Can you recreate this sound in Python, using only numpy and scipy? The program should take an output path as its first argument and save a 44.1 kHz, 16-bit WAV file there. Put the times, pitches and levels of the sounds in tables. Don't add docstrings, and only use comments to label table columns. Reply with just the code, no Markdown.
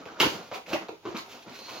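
import sys
import numpy as np
from scipy import signal
from scipy.fft import rfft, irfft, next_fast_len
from scipy.io import wavfile
from scipy.ndimage import uniform_filter1d, map_coordinates

SR = 44100
rng = np.random.default_rng(int(sys.argv[2]) if len(sys.argv) > 2 else 0)


def pcm_store(signal):
    levels = np.round(np.clip(np.atleast_2d(signal), -1, 1) * 32767)
    wavfile.write(sys.argv[1], SR, levels.astype(np.int16).T)


def magnitude_from_level(level_db):
    exponent = np.asarray(level_db, float) / 20
    return 10 ** exponent


N = 79380

# [f/Hz, width/Hz, level/dB]
BOX_MODES = [(323, 14, 22), (718, 21, -10), (955, 14, 20.5), (1450, 18, 4)]
# [f/Hz, correlation]
LIKENESS = [(100, 0.8), (300, 0.81), (600, 0.069), (1100, -0.29), (8000, -0.36)]


def unit(x):
    return x / np.sqrt(np.mean(x ** 2) + 1e-20)


def along(points, f_hz):
    f, v = np.transpose(points)
    return np.interp(np.log(f_hz + 1), np.log(f + 1), v)


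def curve(points):
    t_s, value = np.transpose(points)
    return np.interp(np.arange(N) / SR, t_s, value)


def filtered(x, response):
    size = next_fast_len(x.shape[-1] + 6144)
    spectrum = rfft(x, size) * response(np.fft.rfftfreq(size, 1 / SR))
    return irfft(spectrum, size)[..., :x.shape[-1]]


def causal(points, f):
    cepstrum = irfft(np.log(magnitude_from_level(along(points, f)) + 1e-6))
    half = len(cepstrum) // 2
    cepstrum[1:half] *= 2
    cepstrum[half + 1:] = 0
    return np.exp(rfft(cepstrum))[:len(f)]


def ring(modes, f):
    total = 0
    for k, (centre, width, db) in enumerate(modes):
        damping = 1j * f * width
        total = total + (-1) ** k * magnitude_from_level(db) * damping / (centre * centre - f * f + damping)
    return total


def slips(size, rate_hz, spread_db, noise):
    chance, sign, height = rng.random((3, size))
    sizes = magnitude_from_level(-np.clip(spread_db, 0, 3) * np.log(height + .03))
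    pulses = (chance < rate_hz / SR) * np.sign(sign - .5) * sizes
    return unit(pulses) + noise * rng.standard_normal(size)


def wobble(rate_hz):
    knots = rng.standard_normal(int(N * rate_hz / SR) + 4)
    return map_coordinates(knots, [np.arange(N) * rate_hz / SR])


def room(x, wet_db):
    # [f/Hz, t60/s]
    decay = [(100, 0.14), (400, 0.21), (1500, 0.29), (4000, 0.27), (12000, 0.27)]
    wall_s = .003
    hz, t, z = signal.stft(rng.standard_normal((2, SR // 3)), SR, nperseg=256)
    angle = np.arccos(np.clip(along(LIKENESS, hz), -1, 1))[:, None] / 2
    mid, side = np.cos(angle) * z[0], np.sin(angle) * z[1]
    z = np.array([mid + side, mid - side])
    tail = signal.istft(z * magnitude_from_level(-60 * t / along(decay, hz)[:, None]), SR, nperseg=256)[1]
    tail = tail * (1 - np.exp(-(np.arange(tail.shape[1]) / SR / wall_s) ** 2))
    tail = tail * magnitude_from_level(wet_db) / np.linalg.norm(tail[0])
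    tail[:, 0] = 1
    return signal.fftconvolve(x[None], tail, axes=1)


def bursts(events, rate_hz, t60_s, colour, swell, judder, wet_db, blow):
    attack_s, softens_s = .0003, 0.017
    waver, locks_hz = .1, 600
    out, t = np.zeros((2, N + 2 * SR)), np.arange(SR // 12) / SR
    for start_s, db, hz, hold_s in events:
        rise = 1 - np.exp(-t / (attack_s + swell * hold_s))
        shape = rise * magnitude_from_level(-60 * np.maximum(t - hold_s, 0) / t60_s)
        wander = unit(uniform_filter1d(rng.standard_normal(len(t)), size=200))
        cycles = np.cumsum(hz / SR * (1 + waver * wander))
        locked = unit(np.diff(np.floor(cycles), prepend=0))
        loose = slips(len(t), rate_hz, spread_db=-0.5, noise=0.65)
        push = shape * (loose + judder * locked * min(1, (locks_hz / hz) ** 3))
        push[0] = blow * np.exp(-hold_s / softens_s)
        x = filtered(push, lambda f: colour(f, hz))
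        x = magnitude_from_level(db) * x / np.linalg.norm(x) * np.sqrt((hold_s + t60_s / 8) * SR)
        wet = room(x, wet_db)
        out[:, round(start_s * SR):][:, :wet.shape[1]] += wet
    return out[:, :N]


def knocks():
    # [t/s, level/dB, panel pitch f/Hz, judder length/s]
    knock_events = [(.0, -49.5, 260, 0.0074), (.012, -54, 1204, 0.026), (.060, -40.5, 460, 0.0018),
                    (.072, -49.5, 1320, .02), (.232, -33.5, 139, 0.022), (.098, -52, 1240, 0.012),
                    (.144, -52, 1230, 0.0046), (.16, -48.5, 1250, 0.014), (.188, -43, 492, .012),
                    (.204, -23.5, 310, 0.0065), (.213, -31, 966, 0.014), (.216, -33, 328, 0.036),
                    (.226, -28, 933, 0.013), (.23, -31.5, 452, 0.0046), (.249, -29, 383, 0.0055),
                    (.255, -29.5, 109.7, .012), (.271, -36.5, 493, 0.0052), (.316, -46, 315, .006),
                    (.32, -45, 98.8, 0.01), (.695, -52.5, 70, 0.021), (.514, -35.5, 570.4, .014),
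                    (.52, -60, 1070, 0.017), (.541, -44, 710, 0.0042), (.546, -45, 1050, 0.0032),
                    (.553, -40, 772, 0.0055), (.556, -43.5, 445, .004), (.573, -40.5, 746, 0.0051),
                    (.58, -52, 530, 0.0073), (.682, -62, 720, 0.0035), (.698, -50, 470, .008),
                    (.713, -36.5, 536, 0.014), (.722, -43, 945, 0.01), (.733, -25, 319, 0.0036),
                    (.739, -32, 565, 0.0098), (.75, -36, 330, 0.0089), (.756, -35, 778, 0.0045),
                    (.8855, -43, 805, 0.006), (.8905, -32.5, 435, 0.0018), (.915, -45.5, 433, 0.012),
                    (1.0535, -33.5, 402, 0.005), (1.058, -43.5, 1030, 0.017), (1.063, -38, 335.4, 0.021),
                    (1.086, -34, 356, 0.0041), (1.146, -33.5, 230, 0.003), (1.147, -42.5, 1030, 0.047),
                    (1.465, -52, 211, 0.034), (1.51, -48, 272, 0.0028), (1.59, -46.5, 531, 0.0053),
                    (1.68, -46.5, 1007, 0.023), (1.74, -53, 604, 0.033)]
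    # [f/Hz, density/dB per Hz]
    board_colour = [(30, -25), (100, 2.5), (300, 2.5), (900, -3.5), (1500, -8), (2500, -13.5), (7000, -20),
                    (16000, -89)]
    panel_q, panel_db, hollow_db = 3, 6.5, -15.5
    dull_above, thin_below = 5, .4

    def colour(f, hz):
        hollow = 1 + magnitude_from_level(hollow_db) * ring(BOX_MODES, f)
        dull = 1 + 1j * f / (dull_above * hz)
        thin = (1j * f / (thin_below * hz + 1j * f)) ** 2
        panel = ring([(hz, hz / panel_q, 0)], f) ** 2
        return causal(board_colour, f) * hollow / dull * thin + magnitude_from_level(panel_db) * panel

    return bursts(knock_events, rate_hz=700, t60_s=0.028, colour=colour, swell=.02, judder=1,
                  wet_db=-1.5, blow=19)


def snaps():
    # [t/s, level/dB, centre f/Hz, crackle length/s]
    snap_events = [(.056, -41.5, 2690, 0.00083), (.078, -61, 2400, .012), (.2012, -17.5, 3060, 0.0059),
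                   (.211, -20.5, 3070, 0.0098), (.217, -37, 3380, 0.0019), (.225, -35, 4350, 0.043),
                   (.535, -42.5, 2500, .012), (.547, -57, 2930, 0.0051), (.561, -51, 2440, 0.013),
                   (.616, -56, 2500, .006), (.662, -47.5, 2500, 0.0083), (.71, -50, 2620, 0.0078),
                   (.7315, -29, 2870, .004), (.742, -45.5, 3100, 0.0099), (.762, -34, 2000, 0.0042),
                   (.8855, -42.5, 3650, 0.00092), (.891, -41.5, 2400, 0.00065), (1.055, -55, 2840, 0.041),
                   (1.146, -46.5, 2680, 0.024), (1.168, -32, 4130, 0.00078), (1.174, -37, 6650, 0.0017),
                   (1.18, -43.5, 4270, 0.015), (1.263, -49, 12000, .001), (1.2946, -60, 2500, 0.0026),
                   (1.392, -56, 3110, 0.0027), (1.4832, -47, 2500, 0.00059), (1.496, -47.5, 4460, 0.0024),
                   (1.5226, -50, 2400, 0.0027)]
    # [f/Hz, density/dB per Hz]
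    crackle_colour = [(300, -28.5), (900, -4), (2000, 1.5), (3000, -6), (4500, -9), (7000, -13.5),
                      (11000, -13.5), (16000, -14)]
    crease_q, crease_db = 5, 10

    def colour(f, hz):
        return causal(crackle_colour, f) * (1 + ring([(hz, hz / crease_q, crease_db)], f))

    return bursts(snap_events, rate_hz=3000, t60_s=0.0067, colour=colour, swell=.1, judder=0.41,
                  wet_db=1.5, blow=10)


def rubbing():
    # [t/s, level/dB]
    rub_level = [(0, -45.5), (.05, -55.5), (.07, -49), (.13, -50.5), (.19, -46.5), (.4, -44), (.5, -55.5),
                 (.65, -61.5), (.72, -39.5), (.86, -54.5), (1, -69), (1.13, -41.5), (1.27, -54),
                 (1.45, -51), (1.52, -50.5), (1.65, -56), (1.72, -43.5), (1.8, -54)]
    # [f/Hz, density/dB per Hz]
    scraped_colour = [(30, -31), (100, -10), (300, -2.5), (700, -2.5), (1300, -8.5), (2000, -13),
                      (7000, -25), (16000, -85)]
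    # [peak t/s, level/dB, swell/s, fade/s]
    stroke_events = [(0.209, -37.5, 0.011, 0.072), (.33, -41.5, 0.038, 0.04), (.47, -54.5, 0.095, 0.038),
                     (0.556, -43, 0.026, 0.025), (0.698, -43, 0.022, 0.033), (0.744, -37, 0.017, 0.015),
                     (1.185, -60, 0.0075, 0.051), (1.301, -48.5, 0.015, 0.054), (1.37, -66, 0.049, 0.041),
                     (1.43, -52.5, 0.028, 0.02), (1.56, -49.5, 0.052, 0.065), (1.72, -44.5, 0.069, 0.081)]
    # [f/Hz, density/dB per Hz]
    packing_colour = [(300, -29), (1000, 2.5), (2500, 5.5), (4200, 2.5), (7000, -4), (10000, -4),
                      (13000, -7), (16000, -2.5)]
    # [t/s, level/dB]
    slide_level = [(1.4, -110), (1.5, -68), (1.57, -58), (1.59, -51), (1.614, -55), (1.625, -50),
                   (1.68, -49), (1.74, -51), (1.8, -49)]
    # [f/Hz, width/Hz, level/dB]
    sheet_modes = [(2600, 190, -4), (4240, 170, 9), (6200, 1100, -9), (6600, 260, -5)]
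    rub_hz, rustle_hz = 1500, 5000
    t = np.arange(N) / SR

    board = slips(N, rub_hz, spread_db=0.5, noise=0.79)
    board = unit(filtered(board, lambda f: causal(scraped_colour, f) * (1 + 0.049 * ring(BOX_MODES, f))))
    packing = slips(N, rustle_hz, spread_db=-3.5, noise=1.0)
    packing = unit(filtered(packing, lambda f: causal(packing_colour, f)))
    sheet = slips(N, rustle_hz, spread_db=4, noise=0.91)
    sheet = unit(filtered(sheet, lambda f: ring(sheet_modes, f)))

    strokes = np.zeros(N)
    for peak_s, db, swell_s, fade_s in stroke_events:
        strokes += magnitude_from_level(db) * np.exp(-((t - peak_s) / np.where(t < peak_s, swell_s, fade_s)) ** 2)
    x = magnitude_from_level(curve(rub_level) + 3.3 * wobble(40.17)) * board
    x = x + strokes * magnitude_from_level(2.2 * wobble(60.08)) * packing
    x = x + magnitude_from_level(curve(slide_level) + 1.5 * wobble(70.86)) * sheet

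    parts = 6
    place = np.arange(N) / N * parts
    fades = np.clip(1 - abs(place - np.arange(parts + 1)[:, None]), 0, 1)
    return sum(room(x * fade, wet_db=-2)[:, :N] for fade in fades)


def hush():
    # [f/Hz, density/dB per Hz]
    hush_colour = [(25, -16), (100, -8), (400, -18), (1300, -30), (3000, -13), (7000, -22), (11000, -24),
                   (16000, -20.5)]

    def mid_side(f):
        angle = np.arccos(np.clip(along(LIKENESS, f), -1, 1)) / 2
        return magnitude_from_level(along(hush_colour, f)) * [np.cos(angle), np.sin(angle)]

    mid, side = filtered(rng.standard_normal((2, N)), mid_side)
    return magnitude_from_level(-62) * unit(np.array([mid + side, mid - side]))


def scene():
    return knocks() + snaps() + rubbing() + hush()


def top_cut(x):
    return signal.sosfilt(signal.butter(12, 16240, fs=SR, output="sos"), x)


def record(dry):
    # [f/Hz, gain/dB]
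    housing = [(1450, 1), (1750, -3.5), (2400, 0.5), (6900, 1.5), (8000, -13), (9500, -10.5), (11500, -3),
               (15500, -8)]
    # [f/Hz, left minus right/dB]
    port_level = [(300, .4), (1000, -.8), (5000, -2.2), (12000, -1.6)]
    # [f/Hz, phase/rad]
    port_lead = [(100, -1), (400, 0.26), (1290, -0.78), (2400, -0.5), (5500, -1.1), (9220, -2),
                 (11300, -3.5), (15800, -15)]
    top_hz = 15950
    half = np.array([[.5], [-.5]])

    def response(f):
        ports = magnitude_from_level(along(port_level, f) * half) * np.exp(1j * along(port_lead, f) * half)
        return causal(housing, f) * ports * (f < top_hz)

    return top_cut(filtered(dry, response))


dry = scene()
out = record(dry)
pcm_store(out)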